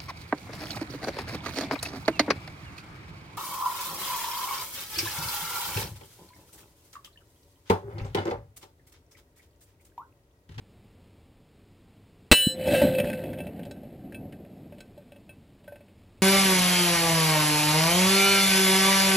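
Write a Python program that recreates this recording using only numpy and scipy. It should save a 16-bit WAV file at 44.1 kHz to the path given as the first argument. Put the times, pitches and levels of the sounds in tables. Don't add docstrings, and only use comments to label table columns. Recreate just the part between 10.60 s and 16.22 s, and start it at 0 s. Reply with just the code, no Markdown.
import sys
import numpy as np
from scipy import signal
from scipy.fft import rfft, irfft
from scipy.io import wavfile
from scipy.ndimage import uniform_filter1d

SR = 44100
rng = np.random.default_rng(int(sys.argv[2]) if len(sys.argv) > 2 else 0)


def output_pcm(signal):
    pcm = np.clip(np.atleast_2d(signal).T, -1, 1) * 32767
    wavfile.write(sys.argv[1], SR, np.round(pcm).astype(np.int16))


N = 247842
TIME = np.arange(N) / SR
HIT_S, BLAST_S = 1.715, 1.8724

# f/Hz, level/dB, t60/s, t/s when a null of the beam faces the camera, level/dB in that null
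PLATE_MODES = [(519.6, -3.5, 1.63, 1.81, -8), (590, 10, 0.19, 1.8, -4.5), (1584, 0.5, .48, 1.95, -16.5),
               (1771, -1.5, .5, 2.0, -13), (1981, 9, .2, 1.6, -3), (2368, 10, 0.19, 1.95, -4),
               (2666, 24, .23, 1.85, -11), (2972, 26, 0.38, 2.2, -23.5), (3082, -1, .33, 1.96, -9.5),
               (3370, 8, 0.28, 1.96, -7), (3790, 7, 0.27, 2.7, -9), (4034, 22, 0.39, 1.975, -20),
               (4227, 17, 0.17, 0.8, -6.5), (4958, -0.5, .35, 1.97, -1), (5350, 4.5, 0.34, 1.98, -8.5),
               (5998, 7, .2, 1.97, -1.5)]
# t/s, level/dB
PLATE_FACING = [(1.715, 0.5), (1.93, 0), (1.965, -12), (2.05, -8.5), (2.4, -6)]
# f/Hz, level/dB
SPLASH_SPECTRUM = [(15, -12.5), (30, 5), (60, 8), (150, 3.5), (350, 4), (600, 0.5), (1000, -3.5),
                   (1400, -4), (2500, -4), (4200, -6), (5500, -8)]
# f/Hz, level/dB, t60/s
SHOVE_TONES = [(51.4, 28, 0.056), (252, 30.5, .014)]
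# f/Hz, level/dB
ROLL_SPECTRUM = [(18, -38), (30, -25.5), (75, -6), (193, 0.5), (266, -0.5), (417, -10.5), (563, -11),
                 (713, -12), (1090, -37.5), (2260, -32.5), (2870, -38), (3060, -36), (3550, -61),
                 (5000, -59), (6500, -75), (11000, -120)]
# t/s, level/dB, attack/s, t60/s, cutoff f/Hz
WOODS_ECHOES = [(2.055, -21, .025, .22, 4000), (2.21, -19, .02, .45, 4000), (2.37, -28, .025, .6, 4000),
                (2.59, -33, .025, 2.7, 4000), (3.24, -41, .38, 3.8, 900)]
# f/Hz, level/dB
TREE_SPECTRUM = [(60, -25), (250, -12), (600, -8), (1100, -16), (1600, 10), (2100, -2), (3000, 1.5),
                 (4200, 0.5), (5500, -2)]
# f/Hz, level/dB, t60/s
CHAIN_MODES = [(578, 1, 0.14), (638, -5.5, 0.048), (865.5, -11.5, 0.11), (1560, 1, 0.16), (1835, -2, 0.057),
               (2336, -6, 0.09), (2605, 1.5, 0.14), (3170, -6, 0.055), (3330, -5, 0.075),
               (3990, -5.5, 0.093), (4440, -8.5, 0.027), (5085, -6.5, 0.036), (5320, -14, 0.14)]
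# t/s, link ring level/dB, frame knock level/dB, gritty tick level/dB, pitch f/Hz
LINK_SLIPS = [(2.0734, -25, -12, -25.5, 4500), (2.2164, -27, -12, -26, 2100), (2.3486, -33, -38, -39, 2600),
              (2.384, -28, -24, -29, 2500), (2.3989, -29, -26, -25, 2500), (2.4433, -42, -33, -32, 1700),
              (2.4708, -39, -30, -37, 2500), (2.4992, -32, -28, -34, 2050), (2.5294, -33, -37, -33, 2000),
              (2.5914, -46, -31, -43, 1800), (2.6369, -46, -33, -39, 2500), (2.7307, -43, -42, -38, 1900),
              (2.7856, -42, -38, -42, 2700), (2.8025, -38.5, -30, -46, 2600), (2.8679, -47, -37, -41, 2500),
              (2.9926, -49, -37, -46, 2050), (3.0315, -51, -50, -45, 3000), (3.052, -46, -39, -44, 4400),
              (3.0652, -57, -37, -51, 4400), (3.1103, -37, -40, -40, 4700), (3.2314, -59, -41, -61, 4500),
              (3.5224, -48, -46, -43, 1900), (3.5448, -38.5, -58, -46, 2600),
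              (3.6524, -69, -42.5, -67, 1800), (3.7234, -48, -48, -43, 2000), (3.8467, -62, -51, -55, 2000),
              (4.1225, -55, -39.5, -52, 2100), (4.1819, -56, -46, -50, 3700), (4.2043, -40, -51, -40, 4400),
              (4.3765, -52, -40, -57, 4400), (4.5196, -52, -43.5, -52, 3200), (4.56, -57, -47, -54, 2900),
              (4.6922, -44, -48.5, -53, 2600), (5.0404, -60, -55, -57, 3300), (5.0775, -45, -38, -48, 1550),
              (5.1217, -54, -37, -52, 2000), (5.1567, -51, -43.5, -49, 1950),
              (5.2051, -61, -48.5, -57, 2200), (5.2814, -61, -60, -58, 2400)]
# f/Hz, level/dB
GRIT_SPECTRUM = [(300, -28), (700, -9), (1150, -13.5), (1700, 8), (2800, 6.5), (3700, -1), (5500, -2.5)]
# f/Hz, level/dB
MEADOW_SPECTRUM = [(15, -36.5), (25, -7.5), (65, -10.5), (101, -0.5), (124, -10.5), (199, -9), (343, -14.5),
                   (392, -17), (449, -16), (492, -19), (563, -21), (1520, -33.5), (2440, -31), (5500, -37),
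                   (7150, -48), (12100, -120)]


def plate(lobe_cycles=750, waver_db=4.5, waver_radians=0.62):
    t = np.maximum(TIME - HIT_S, 0)
    facing = envelope(PLATE_FACING)
    tug = np.clip((t - .2) / 0.067, 0, 1)
    out = np.zeros(N)
    for hz, db, t60, null_s, null_db in PLATE_MODES:
        lobes = np.sin(np.pi * (TIME - null_s) * hz / lobe_cycles)
        beam = np.hypot(lobes, undb(null_db)) / np.hypot(1, undb(null_db))
        aim = facing ** np.clip(np.log2(hz / 1000), 0, 1)
        tone = np.sin(2 * np.pi * hz * t + waver_radians * tug * walk(20))
        out += undb(db + waver_db * tug * walk(22)) * beam * aim * fade(t, t60) * tone
    return out


def bullet_splash(burst_db=31.5, attack_s=.008):
    burst = undb(burst_db) * swell(HIT_S, attack_s, t60=.048, hold_s=.004)
    spray = swell(HIT_S, attack_s, t60=.34)
    return noise(SPLASH_SPECTRUM) * np.hypot(burst, spray)


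def air_shove():
    t = np.maximum(TIME - HIT_S, 0)
    return -sum(undb(db) * fade(t, t60) * np.sin(2 * np.pi * hz * t) for hz, db, t60 in SHOVE_TONES)


def muzzle_blast(hz=205, width_s=0.0026, thump_db=15, rumble_db=-22.5, patchy_db=1.75):
    t = TIME - BLAST_S
    thump = -np.sin(2 * np.pi * hz * (t - .0004)) * np.exp(-(t / width_s) ** 2)
    roll = undb(rumble_db) * swell(BLAST_S, width_s, t60=2.85) * noise(ROLL_SPECTRUM)
    for s, level_db, attack_s, t60, cutoff_hz in WOODS_ECHOES:
        dulled = signal.lfilter(*signal.butter(1, cutoff_hz, fs=SR), noise(ROLL_SPECTRUM))
        roll += undb(level_db) * swell(s, attack_s, t60) * dulled
    return undb(thump_db) * thump + roll * undb(patchy_db * walk(45))


def tree_echo(burst, ring, echo_db=-53, ring_db=-2.5, growth_db=-24):
    tree_line = swell(start_s=.345, attack_s=.085, t60=.45)
    growth = undb(growth_db) * swell(start_s=.06, attack_s=.33, t60=2.8)
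    response = noise(TREE_SPECTRUM) * np.hypot(tree_line, growth)
    send = burst + undb(ring_db) * ring
    return undb(echo_db) * signal.fftconvolve(send, response / np.linalg.norm(response))[:N]


def chain_clinks():
    out = np.zeros(N)
    for s, ring_db, knock_db, tick_db, pitch_hz in LINK_SLIPS:
        add(out, s, clink(ring_db, knock_db, tick_db, pitch_hz))
    return out


def chain_rattle(start_s=1.87, jolt_db=-33.5, jolt_per_s=150, swing_db=-72, swing_per_s=8):
    jolt = swell(start_s, attack_s=.22, t60=1.6)
    rate = np.maximum(jolt_per_s * jolt ** .25, swing_per_s * (TIME > start_s))
    level_db = 20 * np.log10(undb(jolt_db) * jolt + undb(swing_db))
    out = np.zeros(N)
    for s, hz, size_db in contacts(rate, low_hz=1500, high_hz=4600, scatter_db=3):
        db = level_db[int(s * SR)] + size_db
        add(out, s, clink(ring_db=db, knock_db=db + 10, tick_db=db - 1, pitch_hz=hz))
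    return out


def clink(ring_db, knock_db, tick_db, pitch_hz, detune=0.0084, rise_s=0.0011, tick_follow=0.91):
    size = SR // 5
    t = np.arange(size) / SR
    hz, db, t60 = np.transpose(CHAIN_MODES)[:, :, None]
    gain = undb(db + slip_drive(hz, ring_db, knock_db, pitch_hz))
    hz = hz * (1 + detune * rng.standard_normal(hz.shape))
    t60 = t60 * rng.uniform(0.7, 1, t60.shape)
    ring = gain * fade(t, t60) * np.sin(2 * np.pi * (hz * t + rng.random(hz.shape)))
    grit_hz, grit_db = np.transpose(GRIT_SPECTRUM)
    grit_db = grit_db + tick_follow * slip_drive(grit_hz, ring_db, knock_db, pitch_hz)
    grit = noise(np.column_stack([grit_hz, grit_db]), size=size)
    tick = undb(tick_db) * grit * fade(t, t60=0.045)
    return (ring.sum(0) + tick) * (1 - np.exp(-t / rise_s))


def slip_drive(hz, ring_db, knock_db, pitch_hz, frame_hz=580, links_hz=1560):
    off_pitch_db = np.minimum(18 * np.abs(np.log2(hz / pitch_hz)), 13)
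    link_share = np.clip(np.log(hz / frame_hz) / np.log(links_hz / frame_hz), 0, 1) ** 2
    return (1 - link_share) * knock_db + link_share * (ring_db - off_pitch_db)


def debris(start_s=1.87, grains_per_s=2000, grain_db=-30, fall_db_per_s=27):
    rate = grains_per_s * swell(start_s, attack_s=.27, t60=2.4)
    t = np.arange(SR // 50) / SR
    out = np.zeros(N)
    for s, hz, size_db in contacts(rate, low_hz=1800, high_hz=4600, scatter_db=3):
        db = grain_db - fall_db_per_s * (s - start_s) + size_db
        add(out, s, undb(db) * fade(t, t60=0.0085) * np.sin(2 * np.pi * hz * t))
    return out


def meadow(level_db=-55.5, drift_db=-0.54):
    return noise(MEADOW_SPECTRUM) * undb(level_db + drift_db * walk(2.4))


def undb(db):
    return 10 ** (np.asarray(db) / 20)


def fade(t, t60):
    return np.exp(-np.log(1000) * t / t60)


def swell(start_s, attack_s, t60, hold_s=0):
    t = TIME - start_s
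    return np.clip(t / attack_s, 0, 1) * fade(np.maximum(t - attack_s - hold_s, 0), t60)


def envelope(rows):
    s, db = np.transpose(rows)
    return undb(np.interp(TIME, s, db)) * (TIME >= s[0])


def walk(rate):
    knots = np.arange(0, TIME[-1] + 1, 1 / rate)
    return np.interp(TIME, knots, rng.standard_normal(len(knots)))


def noise(colour, size=N):
    hz, db = np.transpose(colour)
    f = np.maximum(np.arange(size // 2 + 1) * SR / size, 1)
    gain = undb(np.interp(np.log(f), np.log(hz), db))
    x = irfft(rfft(rng.standard_normal(size)) * gain, size)
    return x / x.std()


def contacts(rate, low_hz, high_hz, scatter_db, count=3000):
    due = np.cumsum(rng.exponential(size=count))
    expected = np.cumsum(rate) / SR
    hz = low_hz * (high_hz / low_hz) ** rng.random(count)
    size_db = scatter_db * rng.standard_normal(count)
    rows = np.column_stack([np.interp(due, expected, TIME), hz, size_db])
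    return rows[due < expected[-1]]


def add(track, s, sound):
    i = int(s * SR)
    track[i:i + len(sound)] += sound[:max(N - i, 0)]


def scene():
    burst, ring = bullet_splash(), plate()
    shot = burst + ring + air_shove() + tree_echo(burst, ring) + muzzle_blast()
    mono = shot + meadow() + debris() + chain_clinks() + chain_rattle()
    return np.array([mono, mono])


def limiter(x, threshold_db=-5.5, release_db_per_s=90, window_s=0.0065):
    power = uniform_filter1d(np.mean(x ** 2, axis=0), int(window_s * SR))
    over_db = 10 * np.log10(np.maximum(power / undb(threshold_db) ** 2, 1))
    climb_db = release_db_per_s * TIME
    return x * undb(climb_db - np.maximum.accumulate(over_db + climb_db))


def record(dry):
    band_hz, hold_hz, top_hz, ceiling = 5500, 12000, 15600, .78
    dulled = signal.sosfilt(signal.butter(4, band_hz, fs=SR, output="sos"), limiter(dry))
    low_rate = signal.resample_poly(dulled, hold_hz, SR, axis=1, window=("kaiser", 3))
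    held = signal.resample_poly(np.repeat(low_rate, 4, axis=1), SR, 4 * hold_hz, axis=1)[:, :N]
    high_cut = signal.ellip(8, .1, 60, top_hz, fs=SR, output="sos")
    return signal.sosfiltfilt(high_cut, np.clip(held, -ceiling, ceiling))


dry = scene()
out = record(dry)
output_pcm(out)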